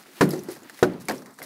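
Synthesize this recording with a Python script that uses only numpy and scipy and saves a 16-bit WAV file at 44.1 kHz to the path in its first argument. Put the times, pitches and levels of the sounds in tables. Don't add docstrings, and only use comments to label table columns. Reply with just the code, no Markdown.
import sys
import numpy as np
from scipy import signal
from scipy.fft import rfft, irfft
from scipy.io import wavfile
from scipy.ndimage import uniform_filter1d

SR = 44100
rng = np.random.default_rng(int(sys.argv[2]) if len(sys.argv) > 2 else 0)


def store_wav(level_fs):
    pcm = np.round(np.clip(np.atleast_2d(level_fs), -1, 1) * 32767)
    wavfile.write(sys.argv[1], SR, pcm.T.astype(np.int16))


N = 63945
T = np.arange(int(.8 * SR)) / SR

# frequency in Hz, gain in dB.
AIR_COLOUR = [(25, -9), (80, -15), (150, 1.5), (270, 11.5), (450, 0), (700, -1), (1100, -0.5), (2000, -8),
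              (3000, -31), (4500, -20), (8000, -33), (15500, -25)]
# time in seconds, level in dB.
SAND_LEVEL = [(0, -54), (0.05, -59.5), (0.143, -55.5), (0.188, -49.5), (0.26, -62), (0.32, -43.5),
              (0.41, -54.5), (0.48, -56.5), (0.515, -43), (0.60, -58), (0.68, -61.5), (0.79, -49.5),
              (0.86, -59), (0.995, -66), (1.009, -44.5), (1.04, -59.5), (1.08, -56), (1.11, -45.5),
              (1.17, -50), (1.22, -59.5), (1.375, -61), (1.396, -47), (1.414, -59), (1.434, -41.5),
              (1.45, -48)]
# frequency in Hz, gain in dB.
SAND_COLOUR = [(100, -16), (600, -19), (2000, 5), (2900, -4.5), (4300, 3), (7500, 0), (11500, 0.5),
               (13000, -2), (15500, -5.5)]
# time in seconds, level in dB.
MID_RASP_LEVEL = [(0, -58.5), (0.06, -57.5), (0.135, -56.5), (0.188, -46.5), (0.25, -72), (0.45, -59),
                  (0.531, -54.5), (0.60, -67), (0.675, -52.5), (0.72, -59), (0.79, -53), (0.87, -61),
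                  (1.015, -63), (1.06, -59), (1.22, -75), (1.36, -82), (1.45, -55)]
# frequency in Hz, gain in dB.
MID_RASP_COLOUR = [(100, -16), (400, -7), (1000, 0.5), (1900, 4), (3000, 3), (4700, -2), (7000, -12.5),
                   (15000, -7.5)]
# start in seconds, level in dB, pitch in Hz.
CHIP_HITS = [(0.0267, -41.5, 4930), (0.2903, -24.5, 11200), (0.3073, -20, 4920), (0.306, -27.5, 11200),
             (0.3160, -28, 4480), (0.332, -37, 11000), (0.3914, -30, 5860), (0.4344, -33.5, 11330),
             (0.5147, -32.5, 9970), (0.6325, -38, 6840), (0.7442, -41, 4300), (0.8300, -20.5, 6200),
             (0.9356, -42, 4130), (1.0540, -36.5, 9650), (1.0965, -21, 4430), (1.1196, -31.5, 11260),
             (1.1517, -39.5, 7900), (1.18, -33, 5420), (1.3072, -43.5, 7400), (1.3398, -43.5, 7910),
             (1.4278, -29.5, 11900), (1.437, -47, 7400)]
# frequency in Hz, gain in dB.
TICK_COLOUR = [(300, -42), (2800, -2.5), (4500, -0.5), (11500, -1), (13000, -3), (15500, -4)]
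# ratio to its pitch, t60 in seconds, level in dB.
CHIP_RING = [(1, 0.028, -11), (1.06, .014, -3)]
# start in seconds, level in dB, pitch in Hz, weight in dB, treble in dB.
STONE_HITS = [(0.059, -40, 1430, -4, -10), (0.5620, -39.5, 1880, 0, -9), (0.6967, -31.5, 1765, -39, -0.5),
              (0.7906, -37, 2040, -4.5, 1.5), (1.0847, -15, 2250, -3.5, -2), (1.0955, -20.5, 1640, 4, -3.5),
              (1.1098, -22.5, 1810, -6.5, -5), (1.2200, -42, 1590, 3.5, 1.5),
              (1.2593, -41.5, 2094, -13, 4.5), (1.3879, -32, 1770, -16, -4),
              (1.4020, -39.5, 1560, 4.5, -12), (1.4180, -26, 2074, -9, -12)]
# frequency in Hz, gain in dB, t60 in seconds.
KNOCK_BANDS = [(99, 7, 0.022), (500, -0.5, 0.15), (1940, 9, 0.053), (3200, -16, 0.081), (4070, 3.5, 0.059),
               (7700, -0.5, 0.043), (15500, -6, 0.036)]
# ratio to its pitch, t60 in seconds, level in dB.
STONE_RING = [(1, 0.029, -1), (0.934, 0.016, -4), (1.6, 0.026, -14.5), (2.2, .03, -22)]
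# frequency in Hz, gain in dB, t60 in seconds.
WEIGHT_BANDS = [(40, -29, 0.25), (101, -3, 0.48), (227, 10, 0.41), (360, 8, 0.32), (750, 14, 0.072),
                (1200, -9, 0.28), (2800, -13.5, 0.24), (11900, -47, 0.1)]
# start in seconds, level in dB.
LUMP_HITS = [(0.085, -46.5), (0.178, -48), (0.3340, -19.5), (0.3560, -29.5), (0.3800, -31), (0.4860, -24.5),
             (0.6200, -45.5)]
# frequency in Hz, t60 in seconds, level in dB.
GROUND_RING = [(339.7, 0.17, -4.5), (365.5, .14, 0), (421, 0.14, -6.5), (452, 0.083, -15.5),
               (533, 0.088, -8), (637, 0.044, -10), (762, 0.099, -18), (850, 0.09, -27)]
# start in seconds, level in dB, decay stretch as a factor, boom and slap in dB,
# push in dB, push pitch in Hz, the crack's sub-bass in dB, its treble in dB.
HAMMER_HITS = [(0.2085, 2, 1.09, 0, -14, 480, -14, 0), (0.8267, 2, 0.83, -2.5, 1.5, 409, 3.5, 1)]
# frequency in Hz, gain in dB, t60 in seconds before the stretch.
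CRACK_BANDS = [(30, -21.5, .2), (81, -9, 0.42), (140, 6.5, 0.11), (372, 13, 0.17), (630, 5.5, 0.078),
               (885, 4.5, 0.064), (1580, 2.5, 0.083), (2130, -6.5, 0.089), (2920, -11.5, 0.057),
               (4280, -11, 0.075), (8600, -19, 0.044), (15400, -29, 0.042)]
# frequency in Hz, t60 in seconds, level in dB at the first blow's spot,
# level in dB at the second's.
WALL_RING = [(151.96, 0.43, -17.5, -35), (182.1, .36, -18, -22), (208.3, 0.43, -24, -31.5),
             (266, 0.45, -28, -29), (306.2, 0.33, -19.5, -22.5), (369.8, 0.21, -16.5, -17),
             (457, 0.12, -16.5, -22.5), (592, 0.13, -22.5, -19), (616.6, 0.12, -24, -18.5),
             (703, 0.25, -49, -31.5), (805, 0.13, -29, -26.5), (1020, 0.046, -34, -27),
             (1481, 0.089, -46, -20.5), (1590, .06, -23.5, -24), (1820, 0.045, -16.5, -26)]
# frequency in Hz, gain in dB, t60 in seconds.
BOOM_BANDS = [(30, -29, 0.26), (84.5, -17, 1), (146, 1.5, 0.63), (260, 1.5, 0.74), (530, -5.5, 0.49),
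              (980, -18, 0.66), (2000, -23, 0.5), (3800, -37.5, 0.76), (15000, -46, 0.23)]


def amp(db):
    return 10 ** (np.asarray(db) / 20)


def unit_rms(x):
    return x / np.sqrt(np.mean(x ** 2) + 1e-20)


def add(mix, start, sound):
    part = mix[max(round(start * SR), 0):][:len(sound)]
    part += sound[:len(part)]


def fade(t60):
    return np.exp(-np.log(1000) * T / t60)


def rise(seconds):
    return 1 - np.exp(-T / seconds)


def colour(x, rows):
    hz, db = np.transpose(rows)[:2]
    freqs = np.fft.rfftfreq(len(x), 1 / SR)
    return irfft(rfft(x) * amp(np.interp(np.log(freqs + 1), np.log(hz), db)), len(x))


def burst(bands):
    spectrum = rfft(colour(rng.standard_normal(len(T)), bands))
    freqs = np.fft.rfftfreq(len(T), 1 / SR)
    hz, _, t60s = np.transpose(bands)
    masks = [np.interp(np.log(freqs + 1), np.log(hz), band) for band in np.eye(len(hz))]
    return sum(irfft(spectrum * mask, len(T)) * fade(t60) for mask, t60 in zip(masks, t60s))


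def ring(modes, scale=1):
    return sum(amp(db) * np.sin(2 * np.pi * hz * scale * T) * fade(t60) for hz, t60, db in modes)


def shelved(bands, treble_db, sub_db=0, stretch=1):
    return [(hz, db + treble_db * (hz > 2500) + sub_db * (hz < 110), t60 * stretch)
            for hz, db, t60 in bands]


def air(level_db=-44, drift_db=3.5):
    drift = uniform_filter1d(rng.standard_normal(N), size=1500)
    drift = unit_rms(uniform_filter1d(drift, size=1500))
    return colour(rng.standard_normal(N), AIR_COLOUR) * amp(level_db + drift_db * drift)


def grains(tone, per_second=7000, spread_db=3.5):
    clicks = (rng.random(N) < per_second / SR) * rng.choice([-1, 1], N)
    sizes = amp(spread_db * np.minimum(rng.exponential(1, N), 5))
    return unit_rms(colour(clicks * sizes, tone))


def grainy_hiss(tone, levels):
    level_db = np.interp(np.arange(N) / SR, *np.transpose(levels))
    return grains(tone) * amp(level_db)


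def chips(focus_db=12.5, focus_octaves=.2):
    out = np.zeros(N)
    freqs = np.fft.rfftfreq(len(T), 1 / SR) + 1
    envelope = fade(.0097) + amp(-13) * fade(.041)
    for start, db, hz in CHIP_HITS:
        bell = np.exp(-(np.log2(freqs / hz) / focus_octaves) ** 2)
        noise = colour(rng.standard_normal(len(T)), TICK_COLOUR)
        tick = envelope * irfft(rfft(noise) * amp(focus_db * (bell - .5)), len(T))
        add(out, start, amp(db) * rise(.00059) * (tick + ring(CHIP_RING, scale=hz)))
    return out


def stones():
    out = np.zeros(N)
    snap = 1 + amp(-9) * fade(.0052)
    for start, db, hz, weight_db, treble_db in STONE_HITS:
        knock = amp(-6.5) * snap * burst(shelved(KNOCK_BANDS, treble_db))
        note = amp(-4.5) * ring(STONE_RING, scale=hz)
        body = amp(weight_db - 1.5) * rise(.00069) * burst(WEIGHT_BANDS)
        add(out, start, amp(db) * (rise(.00015) * (knock + note) + body))
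    return out


def lumps():
    out = np.zeros(N)
    for start, db in LUMP_HITS:
        grit = amp(-12.5) * burst(KNOCK_BANDS)
        add(out, start, amp(db) * rise(.0012) * (ring(GROUND_RING) + grit))
    return out


def thump(hz, decay_s):
    return rise(1 / (2 * np.pi * hz)) * np.sin(2 * np.pi * hz * T) * np.exp(-T / decay_s)


def hammer_blows(slap_delay_s=.01644):
    out = np.zeros(N)
    for spot, (start, db, stretch, boom_db, push_db, push_hz, sub_db, treble_db) in enumerate(HAMMER_HITS):
        crack = amp(-3.5) * rise(.0015) * burst(shelved(CRACK_BANDS, treble_db, sub_db, stretch))
        wall = rise(.0041) * ring([(hz, t60, levels[spot]) for hz, t60, *levels in WALL_RING])
        boom = amp(boom_db - 7) * rise(.0062) * burst(BOOM_BANDS)
        spray = amp(-29) * rise(.006) * fade(.13 * stretch ** 2) * grains(SAND_COLOUR)[:len(T)]
        push = amp(push_db - 5.5) * thump(push_hz, decay_s=.0034)
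        add(out, start, amp(db) * (crack + spray + wall + boom + push))
        slap = -amp(boom_db - 11) * thump(hz=293, decay_s=.012)
        add(out, start + slap_delay_s, amp(db) * slap)
    return out


def scene():
    hits = hammer_blows() + lumps() + stones() + chips()
    sand = grainy_hiss(SAND_COLOUR, SAND_LEVEL)
    rasp = grainy_hiss(MID_RASP_COLOUR, MID_RASP_LEVEL)
    return (hits + sand + rasp + air())[None]


def record(dry):
    low_cut_hz, high_cut_hz, ceiling = 122, 15750, .85
    threshold_db, duck_share, recover_db_per_s = -8, .62, 35
    power_db = 10 * np.log10(abs(uniform_filter1d(dry[0] ** 2, size=300)) + 1e-12)
    recovery_db = np.arange(N) * recover_db_per_s / SR
    held_db = np.maximum.accumulate(power_db + recovery_db) - recovery_db
    over_db = np.maximum(held_db - threshold_db, 0)
    duck_db = duck_share * uniform_filter1d(over_db, size=100)
    thinned = signal.lfilter(*signal.butter(1, low_cut_hz, "high", fs=SR), dry)
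    rounded = ceiling * np.tanh(thinned / amp(duck_db) / ceiling)
    lowpass = signal.firwin(401, high_cut_hz, window=("kaiser", 8), fs=SR)
    return signal.oaconvolve(rounded, lowpass[None], "same")


dry = scene()
out = record(dry)
store_wav(out)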